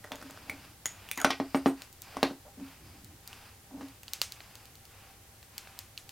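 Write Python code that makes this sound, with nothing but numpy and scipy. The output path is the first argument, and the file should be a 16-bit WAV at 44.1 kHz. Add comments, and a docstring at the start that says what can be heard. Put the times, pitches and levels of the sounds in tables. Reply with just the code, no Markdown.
"""Sharp plastic clacks, steel clinks and booming knocks, then small, sparse ticks: a plastic grip comes
off a metal rifle chassis on a cloth-covered table. Parts knock and slide and set the table ringing,
a loose screw clinks and jingles, and the grip sticks and slips on the stock with a squeak. The screwdriver
tip ticks in the screw head, and fingers swish round the handles over the quiet hum of a small room."""
import sys
import numpy as np
from scipy import signal
from scipy.fft import rfft, irfft
from scipy.io import wavfile

SR = 44100
rng = np.random.default_rng(int(sys.argv[2]) if len(sys.argv) > 2 else 0)


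def wav_out(sig):
    """Save sig, one row per channel (or a flat mono array), as 16-bit PCM at SR to the path in sys.argv[1]."""
    wavfile.write(sys.argv[1], SR, np.round(np.clip(np.atleast_2d(sig).T, -1, 1) * 32767).astype(np.int16))


N = 269451
TIME = np.arange(N) / SR
AGE = TIME[:SR // 2]   # seconds since a hit

# resonances of table and chassis: (frequency [Hz], level [dB], t60 [s])
TABLE_MODES = [(212.4, -20, 0.12), (226, -10.5, 0.0073), (271.4, 0.5, 0.18), (357, -13, 0.15),
               (405, -33, 0.012), (541.5, -6.5, 0.18), (627, -7, 0.088), (723, 2, 0.017), (838, 1.5, 0.038),
               (960, 2, 0.025), (1050, 5, 0.015), (1090, 0, 0.066), (1250, -32, 0.12), (1440, -14, 0.069),
               (1520, -22, 0.18), (1890, 0, 0.028), (2217, -16.5, 0.012), (2970, -5.5, 0.043)]


def clacks(level_db=2, hollow_t60_s=0.024, snap_db=-7):
    """Struck plastic: its hollow rings at a note set by the hand, shorter when it is held tight."""
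    # hits on grip or screwdriver handle:
    # (time [s], level [dB], hollow note [Hz], treble [dB], ring length [ratio])
    hits = [(0.042, -38, 1910, -5, 1.0), (0.1192, -25.5, 3400, -2, 0.22), (0.226, -35.5, 1500, -2, .4),
            (0.497, -23.5, 2230, -5, 0.94), (1.089, -30, 3000, 3, 0.24), (1.1141, -12, 2420, 14.5, 0.22),
            (1.2458, -10.5, 1474, -25, 0.77), (2.1691, -26, 1130, -35, 0.49),
            (2.2304, -10, 4330, -12, 0.11)]
    # resonances of the plastic: (frequency [Hz], level [dB], t60 [s])
    grip_modes = [(3400, -13.5, 0.018), (5940, -13.5, 0.021), (8500, -34, 0.05), (9670, -11, 0.012),
                  (11200, -18, 0.01), (11900, -17, 0.0078), (13800, -19, 0.0083), (15200, -19, .025),
                  (15400, -32, .04)]
    out = np.zeros(N)
    for s, db, hz, treble_db, ring_length in hits:
        modes = np.array([(hz, 0, hollow_t60_s), *grip_modes]) * [1, 1, ring_length]
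        clack = ring(modes) + from_db(snap_db) * snap(length_s=0.0041)
        add(out, s, from_db(db + level_db) * brighten(clack, treble_db, corner_hz=4900))
    return out


def clinks(level_db=2):
    """Steel on steel: a scratch and a short, high ring."""
    # the screw hits the screwdriver shaft: (time [s], level [dB], scratch [dB])
    hits = [(0.1564, -33.5, 2), (0.8575, -14, -10.5), (0.8651, -18, -6), (1.158, -36, -2), (1.176, -22, 2),
            (1.183, -29, 2), (1.2012, -27.5, -2), (1.2153, -21, -3)]
    # resonances of the steel: (frequency [Hz], level [dB], t60 [s])
    steel_modes = [(2040, 2.5, 0.0074), (3350, 4, 0.0066), (3500, -14, 0.0046), (6430, -14, 0.008),
                   (6650, 7, 0.012), (6790, 7, 0.029), (7200, -12, 0.008), (9260, -2, 0.021),
                   (11700, -21, 0.0065), (14600, -26, .006)]
    out = np.zeros(N)
    for s, db, scratch_db in hits:
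        note = ring(steel_modes) + from_db(scratch_db) * snap(length_s=0.0011)
        add(out, s, from_db(db + level_db) * note / np.abs(note).max())
    return out


def knocks(clatter_db=-4, impact_db=-2, snap_db=-19, boom_db=-3, crack_db=-3):
    """A short impact sets table and chassis ringing; hardness trades boom for crack."""
    # parts land on the table or against the chassis: (time [s], level [dB], hardness [dB])
    hits = [(0.1192, -46.5, -1), (1.1762, -49, -7), (1.2465, -26.5, -1.5), (1.3032, -39.5, -4),
            (1.3058, -37.5, 8), (1.4001, -36.5, -10), (1.5462, -31.5, -10), (1.6596, -29, -11.5),
            (2.1684, -45.5, -8.5), (2.2293, -28, -5.5), (2.3094, -57, -20), (2.599, -65, 1),
            (3.8098, -52, -5.5)]
    # the hard, quickly damped swing of the struck spot: (frequency [Hz], level [dB], t60 [s])
    impact_modes = [(676, 17, 0.016), (1160, 7, 0.033), (1635, -1, 0.028), (3000, 7.5, 0.0024),
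                    (3520, 7, 0.00088), (5030, -37, 0.0077), (10000, -25, 0.002), (12900, -16, 0.002)]
    # the crowd of short-lived modes between the main ones: (frequency [Hz], level [dB])
    clatter_colour = [(150, -37), (300, 3.5), (500, 3), (800, 4.5), (1400, 2.5), (2200, 4), (3500, -1),
                      (5500, 2), (7000, -8.5), (9300, -24.5), (12000, -38), (16000, -32)]
    # decay of that clatter: (frequency [Hz], t60 [s])
    clatter_t60 = [(200, 0.085), (800, 0.16), (2500, 0.08), (8000, 0.05), (16000, 0.045)]
    edges_hz = (190, 400, 2000, 16000)   # boom, body, crack
    out = np.zeros(N)
    for s, db, hardness_db in hits:
        levels_db = db + np.array([boom_db - hardness_db, 0, crack_db + hardness_db])
        impact = from_db(impact_db) * cut(ring(impact_modes), 750, "high")
        impact += from_db(snap_db) * snap(length_s=0.0018)
        body = ring(TABLE_MODES) + from_db(clatter_db) * dying_noise(clatter_colour, clatter_t60)
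        knock = voiced(impact + body, edges_hz, levels_db, attack_samples=882)
        add(out, s, knock + from_db(levels_db[0]) * table_sway())
    return out


def table_sway(hz=104, t60_s=0.1, level_db=-17):
    """The whole table top gives a little under a blow."""
    return from_db(level_db) * np.sin(2 * np.pi * hz * AGE) * decay(t60_s)


def ticks(slip_s=0.0014, slip_db=-15, tail_db=-8, thread_start_s=4.6554, thread_gap_s=0.099):
    """The tip skids for an instant and the hand damps it at once; the room answers with a broad hiss."""
    # screw and tip catch and slip: (time [s], level [dB], hardness [dB], tip ring [dB])
    slips = [(0.3088, -54, 4, -5), (1.8201, -45.5, -1, 0), (1.9278, -65, 14, 5), (2.0197, -54.5, 14, 1),
             (3.0456, -62.5, 12.5, 5), (3.276, -53, 10.5, 5.5), (3.33, -52, -6, 3), (3.8847, -62, 3, 5),
             (4.033, -49.5, -0.5, -13), (4.0811, -54.5, -1, 13.5), (4.1344, -39, 7.5, 5),
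             (4.2163, -30, 0, 7), (4.3213, -50, 8, 10.5), (4.405, -57, -12, 3), (4.5543, -56.5, 6, 8),
             (5.4286, -55.5, -3.5, -3), (5.5803, -43, 4, 5.5), (5.6728, -60, -12.5, -4),
             (5.79, -45.5, 7, 2), (5.9769, -52.5, 3, 17), (6.0926, -51.5, 3, 6.5)]
    # resonances of the tip: (frequency [Hz], level [dB], t60 [s])
    tip_modes = [(990, -27, 0.028), (1500, -44, 0.008), (2800, 7, 0.0035), (4300, 9, 0.0023),
                 (6400, -11, 0.0023), (7150, 5, 0.00091), (10860, -4.5, 0.0022), (13500, 5.5, 0.0014),
                 (14800, -9, 0.0036)]
    # share of the hardness each band gets: (body [ratio], tip [ratio], ring [ratio], sparkle [ratio])
    tilt = (-1.16, 0.1, 0.72, 1)
    # the tick as it spreads into the room in all directions: (frequency [Hz], level [dB])
    tail_colour = [(300, -40), (1000, -6.5), (2700, -1), (4500, -1.5), (6500, -1), (8500, -5), (10000, -6),
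                   (16000, -14)]
    # the thread catches in an even run of faint ticks as the screw turns; columns as in slips
    thread_catches = [(thread_start_s + k * thread_gap_s, -59, 5, 3) for k in range(3)]
    edges_hz = (400, 3300, 5500, 9000, 16500)   # body, tip, ring, sparkle
    out = np.zeros(N)
    for s, db, hardness_db, tip_db in slips + thread_catches:
        levels_db = db + hardness_db * np.array(tilt) + np.array([0, tip_db, 0, 0])
        click = AGE == 0
        skid = from_db(slip_db) * rng.standard_normal(len(AGE)) * np.exp(-AGE / slip_s)
        tip = signal.fftconvolve(ring(tip_modes), click + skid)[:len(AGE)]
        tick = voiced(tip, edges_hz, levels_db, attack_samples=110)
        add(out, s, tick + from_db(tail_db) * np.linalg.norm(tick) * room_tail(tail_colour))
    return out


def jingles(gap_s=0.0066, loss_db=2, buzz_db=-1, hops=5):
    """A small loose metal part hops and buzzes a few times, weaker each time."""
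    # heavy thumps shake the part: (time [s], first hop's peak [dB])
    shakes = [(1.551, -35.5), (1.667, -34)]
    # resonances of the part: (frequency [Hz], level [dB], t60 [s])
    modes = [(6820, -2.5, 0.036), (8250, -21, 0.0043), (8560, 2, 0.03), (9000, -3, 0.03), (9200, -5, .06),
             (11270, -10, 0.055), (12600, -14, .015), (13800, -4, .05)]
    out = np.zeros(N)
    for s, db in shakes:
        for hop in range(hops):
            note = ring(modes) + from_db(buzz_db) * cut(snap(length_s=0.011), [6000, 14500], "band")
            landing_s = s + gap_s * (hop + rng.random() / 2)
            add(out, landing_s, from_db(db - loss_db * hop) * note / np.abs(note).max())
    return out


def squeaks(partials_db=(-5, 2, -12, -14), jitter_depth=0.11, flutter_db=3):
    """Stick and slip: a rough, unsteady tone that follows the sliding speed."""
    # the grip slides on the stock:
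    # (start [s], length [s], start pitch [Hz], middle pitch [Hz], end pitch [Hz], level [dB])
    slides = [(1.173, 0.06, 1100, 783, 590, -39.5), (1.315, 0.0245, 1050, 1533, 920, -41.5)]
    out = np.zeros(N)
    jitter = 1 + jitter_depth * wobble(800)
    for s, length_s, *glide_hz, db in slides:
        pitch = np.interp(TIME, [s, s + length_s / 2, s + length_s], glide_hz) * jitter
        phase = 2 * np.pi * np.cumsum(pitch) / SR
        tone = sum(from_db(level) * np.sin(k * phase) for k, level in enumerate(partials_db, 1))
        out += tone * strokes([(s, length_s, db)], attack_s=0.0022, release_s=0.0064)
    return out * from_db(flutter_db * wobble(430))


def drags(groan_db=1, scuff_hz=(460, 880), attack_s=0.009, release_s=0.015):
    """Friction on the cloth keeps the low table modes groaning; a dry scuff lies above them."""
    # parts slide on the table top: (start [s], length [s], level [dB], relative scuff [dB])
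    slides = [(0.101, 0.055, -53.5, 6), (0.187, 0.09, -47.5, -23), (0.473, 0.073, -49, -6),
              (2.138, 0.048, -45.5, -9.5), (2.444, 0.06, -66, 10), (2.568, 0.073, -44, -19),
              (3.703, 0.14, -46, -10.5)]
    low_modes = cut(cut(ring(TABLE_MODES), 340, "low", order=4), 220, "high", order=4)
    force = strokes([(s, span, db + groan_db) for s, span, db, _ in slides], attack_s, release_s)
    scuff = strokes([(s, span, db + lift) for s, span, db, lift in slides], attack_s, release_s)
    groan = signal.fftconvolve(force * rng.standard_normal(N), energy_one(low_modes))[:N]
    return groan + scuff * rms_one(cut(rng.standard_normal(N), scuff_hz, "band"))


def hand_rubs(level_db=-2, grain_db=7):
    """Skin drags over plastic and metal in a fine, uneven grain."""
    # hands slide over chassis and table: (start [s], length [s], level [dB])
    rubs = [(0.0, 0.17, -52), (0.1, 0.35, -54), (0.46, 0.22, -59), (1.17, 0.07, -49), (2.09, 0.31, -54),
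            (3.78, 0.11, -47.5)]
    # mid-heavy skin friction: (frequency [Hz], level [dB])
    colour = [(200, -6), (500, 8.5), (900, 4), (1600, 4.5), (2600, -9), (5000, -6), (7000, -9),
              (15000, -34)]
    grain = from_db(grain_db * wobble(120))
    force = strokes(rubs, attack_s=0.05, release_s=0.12)
    return from_db(level_db) * force * rms_one(noise(colour) * grain)


def swishes(attack_s=0.072, release_s=0.12, grain_db=1):
    """A light touch gives a smooth swish with a thin hiss on top."""
    # fingers slide round grip and handle: (start [s], length [s], level [dB], relative hiss [dB])
    slides = [(0.13, 0.65, -57, -9.5), (0.824, 0.39, -56, -16), (1.368, 0.4, -60, -4),
              (1.743, 0.17, -52.5, -9), (1.993, 0.39, -54.5, -9), (2.585, 0.25, -56, -12),
              (2.79, 0.28, -62, -4), (3.234, 0.35, -56, -9), (3.75, 0.26, -59, -9), (4.04, 0.7, -60, -8.5),
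              (4.862, 0.36, -60, -15), (5.499, 0.41, -58.5, -17)]
    # soft finger friction: (frequency [Hz], level [dB])
    colour = [(200, -4), (500, -3), (900, 2.5), (1500, 1), (2000, -1), (2600, 2), (3300, -4), (5400, -11),
              (6600, -14.5), (15000, -15.5)]
    grain = from_db(grain_db * wobble(41))
    swish = strokes([(s, span, db) for s, span, db, _ in slides], attack_s, release_s)
    hiss = strokes([(s, span, db + lift) for s, span, db, lift in slides], attack_s, release_s)
    return grain * (swish * noise(colour) + hiss * wavering(hz=4850, width_hz=900))


def rumbles():
    """Shifting weight stirs the table into a dull rumble."""
    # arms shift on the table: (start [s], length [s], level [dB])
    shifts = [(0.28, 0.477, -59), (2.8, 0.377, -56)]
    # the table's low end: (frequency [Hz], level [dB])
    colour = [(25, -28), (60, -1), (100, 2.5), (160, -6), (320, -4), (500, -26.5), (2000, -58)]
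    return strokes(shifts, attack_s=0.012, release_s=0.042) * noise(colour)


def room(x, wet_db=-9):
    """A small, well damped room adds a short tail."""
    # tone of the reflections: (frequency [Hz], level [dB])
    colour = [(150, 0), (300, 1.5), (500, 3), (1000, -2.5), (3000, -1), (6500, -2.5), (10000, -0.5),
              (16000, -10)]
    return x + from_db(wet_db) * signal.fftconvolve(x, room_tail(colour))[:N]


def room_tail(colour, bounce_s=0.00661, bounce_db=2, bounce_width_s=0.00011):
    """Reflections start with a cluster off the table top and then die away; energy 1."""
    # decay of the room: (frequency [Hz], t60 [s])
    t60s = [(200, 0.15), (2500, 0.2), (7000, 0.23), (16000, 0.15)]
    build_up = np.clip(2 * AGE / bounce_s - .5, 0, 1)
    bounce = from_db(bounce_db) * np.exp(-((AGE - bounce_s) / bounce_width_s) ** 2)
    return energy_one((build_up + bounce) * dying_noise(colour, t60s))


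def room_tone(air_db=-61, hiss_db=-58.5):
    """Room air and hums reach both channels alike; each channel has its own hiss."""
    # a low drone: (frequency [Hz], width [Hz], level [dB])
    drone = (96.8, 35.7, -63)
    # a deep hum and a faint higher one: (frequency [Hz], width [Hz], level [dB])
    hums = [(59.2, 41, -65), (787, 23.6, -71.5)]
    # dark room air: (frequency [Hz], level [dB])
    air_colour = [(20, -5), (45, -16), (70, -1), (130, -5.5), (200, -6), (300, -10.5), (750, -13.5),
                  (1100, -17), (2000, -17), (3500, -22.5), (6000, -24), (16000, -31)]
    # nearly white hiss: (frequency [Hz], level [dB])
    hiss_colour = [(30, -1), (300, 3.5), (800, 2.5), (2500, 1.5), (14000, 2), (16000, -3)]
    hum = sum(from_db(db) * wavering(hz, width_hz) for hz, width_hz, db in [drone, *hums])
    air = from_db(air_db) * noise(air_colour)
    hiss = from_db(hiss_db) * np.array([noise(hiss_colour), noise(hiss_colour)])
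    return air + hum + hiss


def ring(modes, scatter_db=2):
    """Struck modes; each blow lands elsewhere and shares out its strength anew. Energy 1."""
    hz, db, t60 = np.transpose(modes)[:, :, None]
    strength = from_db(db + scatter_db * rng.standard_normal(hz.shape))
    return energy_one(np.sum(strength * np.sin(2 * np.pi * hz * AGE) * decay(t60), axis=0))


def snap(length_s):
    """The rough instant of contact; energy 1."""
    return energy_one(cut(rng.standard_normal(len(AGE)) * np.exp(-AGE / length_s), 1500, "high"))


def brighten(x, treble_db, corner_hz):
    """A harder contact lifts the treble, a softer one dulls it; peak 1."""
    x = x + (from_db(treble_db) - 1) * cut(x, corner_hz, "high", order=1)
    return x / np.abs(x).max()


def voiced(blow, edges_hz, levels_db, attack_samples):
    """Where and how hard a blow lands sets the level of each band over its attack."""
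    out = 0
    for k, db in enumerate(levels_db):
        band = cut(blow, edges_hz[k:k + 2], "band")
        polarity = (-1) ** k   # neighbouring bands meet in opposite phase
        out = out + polarity * from_db(db) * band / np.std(band[:attack_samples])
    return out


def strokes(rows, attack_s, release_s):
    """Force of sliding movements: each builds up, holds and lets go."""
    force = np.zeros(N)
    for s, length_s, db in rows:
        rise = np.clip((TIME - s) / attack_s, 0, 1)
        fall = np.clip((s + length_s - TIME) / release_s, 0, 1)
        force += from_db(db) * rise * fall
    return force


def dying_noise(colour, t60s):
    """A burst whose bands each die at their own rate; energy 1."""
    edges = np.geomspace(100, 18000, 16)
    hz = np.fft.rfftfreq(len(AGE), 1 / SR)
    spectrum = rfft(rng.standard_normal(len(AGE))) * from_db(at_hz(colour, hz))
    out = 0
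    for low, high in zip(edges, edges[1:]):
        band = irfft(spectrum * (hz >= low) * (hz < high), len(AGE))
        out = out + band * decay(at_hz(t60s, np.sqrt(low * high)))
    return energy_one(out)


def noise(colour):
    """Steady noise of a given spectrum; rms 1."""
    gain = from_db(at_hz(colour, np.fft.rfftfreq(N, 1 / SR)))
    return rms_one(irfft(rfft(rng.standard_normal(N)) * gain, N))


def wavering(hz, width_hz):
    """Noise through one resonance twice: an unsteady hum when low, a thin hiss when high; rms 1."""
    radius = np.exp(-np.pi * width_hz / SR)
    resonance = [1, 0, -1, 1, -2 * radius * np.cos(2 * np.pi * hz / SR), radius ** 2]
    return rms_one(signal.sosfilt([resonance, resonance], rng.standard_normal(N)))


def wobble(hz):
    """Random modulation up to about a given rate; rms 1."""
    return rms_one(cut(rng.standard_normal(N), hz, "low"))


def decay(t60_s):
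    """An envelope that falls 60 dB in the given time."""
    return np.exp(-np.log(1000) * AGE / t60_s)


def cut(x, hz, kind, order=2):
    """Causal Butterworth filter."""
    return signal.sosfilt(signal.butter(order, hz, kind, fs=SR, output="sos"), x + 1e-18)


def add(track, s, sound):
    """Mix a sound in from a given moment."""
    start = round(s * SR)
    track[start:start + len(sound)] += sound[:N - start]


def at_hz(points, hz):
    """Read a table on a log-frequency axis."""
    points = np.array(points)
    return np.interp(np.log(hz + 1e-9), np.log(points[:, 0]), points[:, 1])


def from_db(db):
    """Decibels to gain."""
    return 10 ** (np.asarray(db) / 20)


def rms_one(x):
    """Scale to unit power."""
    return x / np.sqrt(np.mean(x ** 2) + 1e-20)


def energy_one(x):
    """Scale to unit energy."""
    return x / np.linalg.norm(x)


def scene():
    """All the handling sounds over the room tone; the ticks bring their own tails."""
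    handling = knocks() + drags() + clinks() + clacks() + jingles() + squeaks() + hand_rubs()
    return room(handling) + ticks() + swishes() + rumbles() + room_tone()


def record(dry):
    """A steep low-pass takes off the very top."""
    cutoff_hz = 16100
    return signal.sosfilt(signal.ellip(10, .1, 80, cutoff_hz, fs=SR, output="sos"), dry)


dry = scene()
out = record(dry)
wav_out(out)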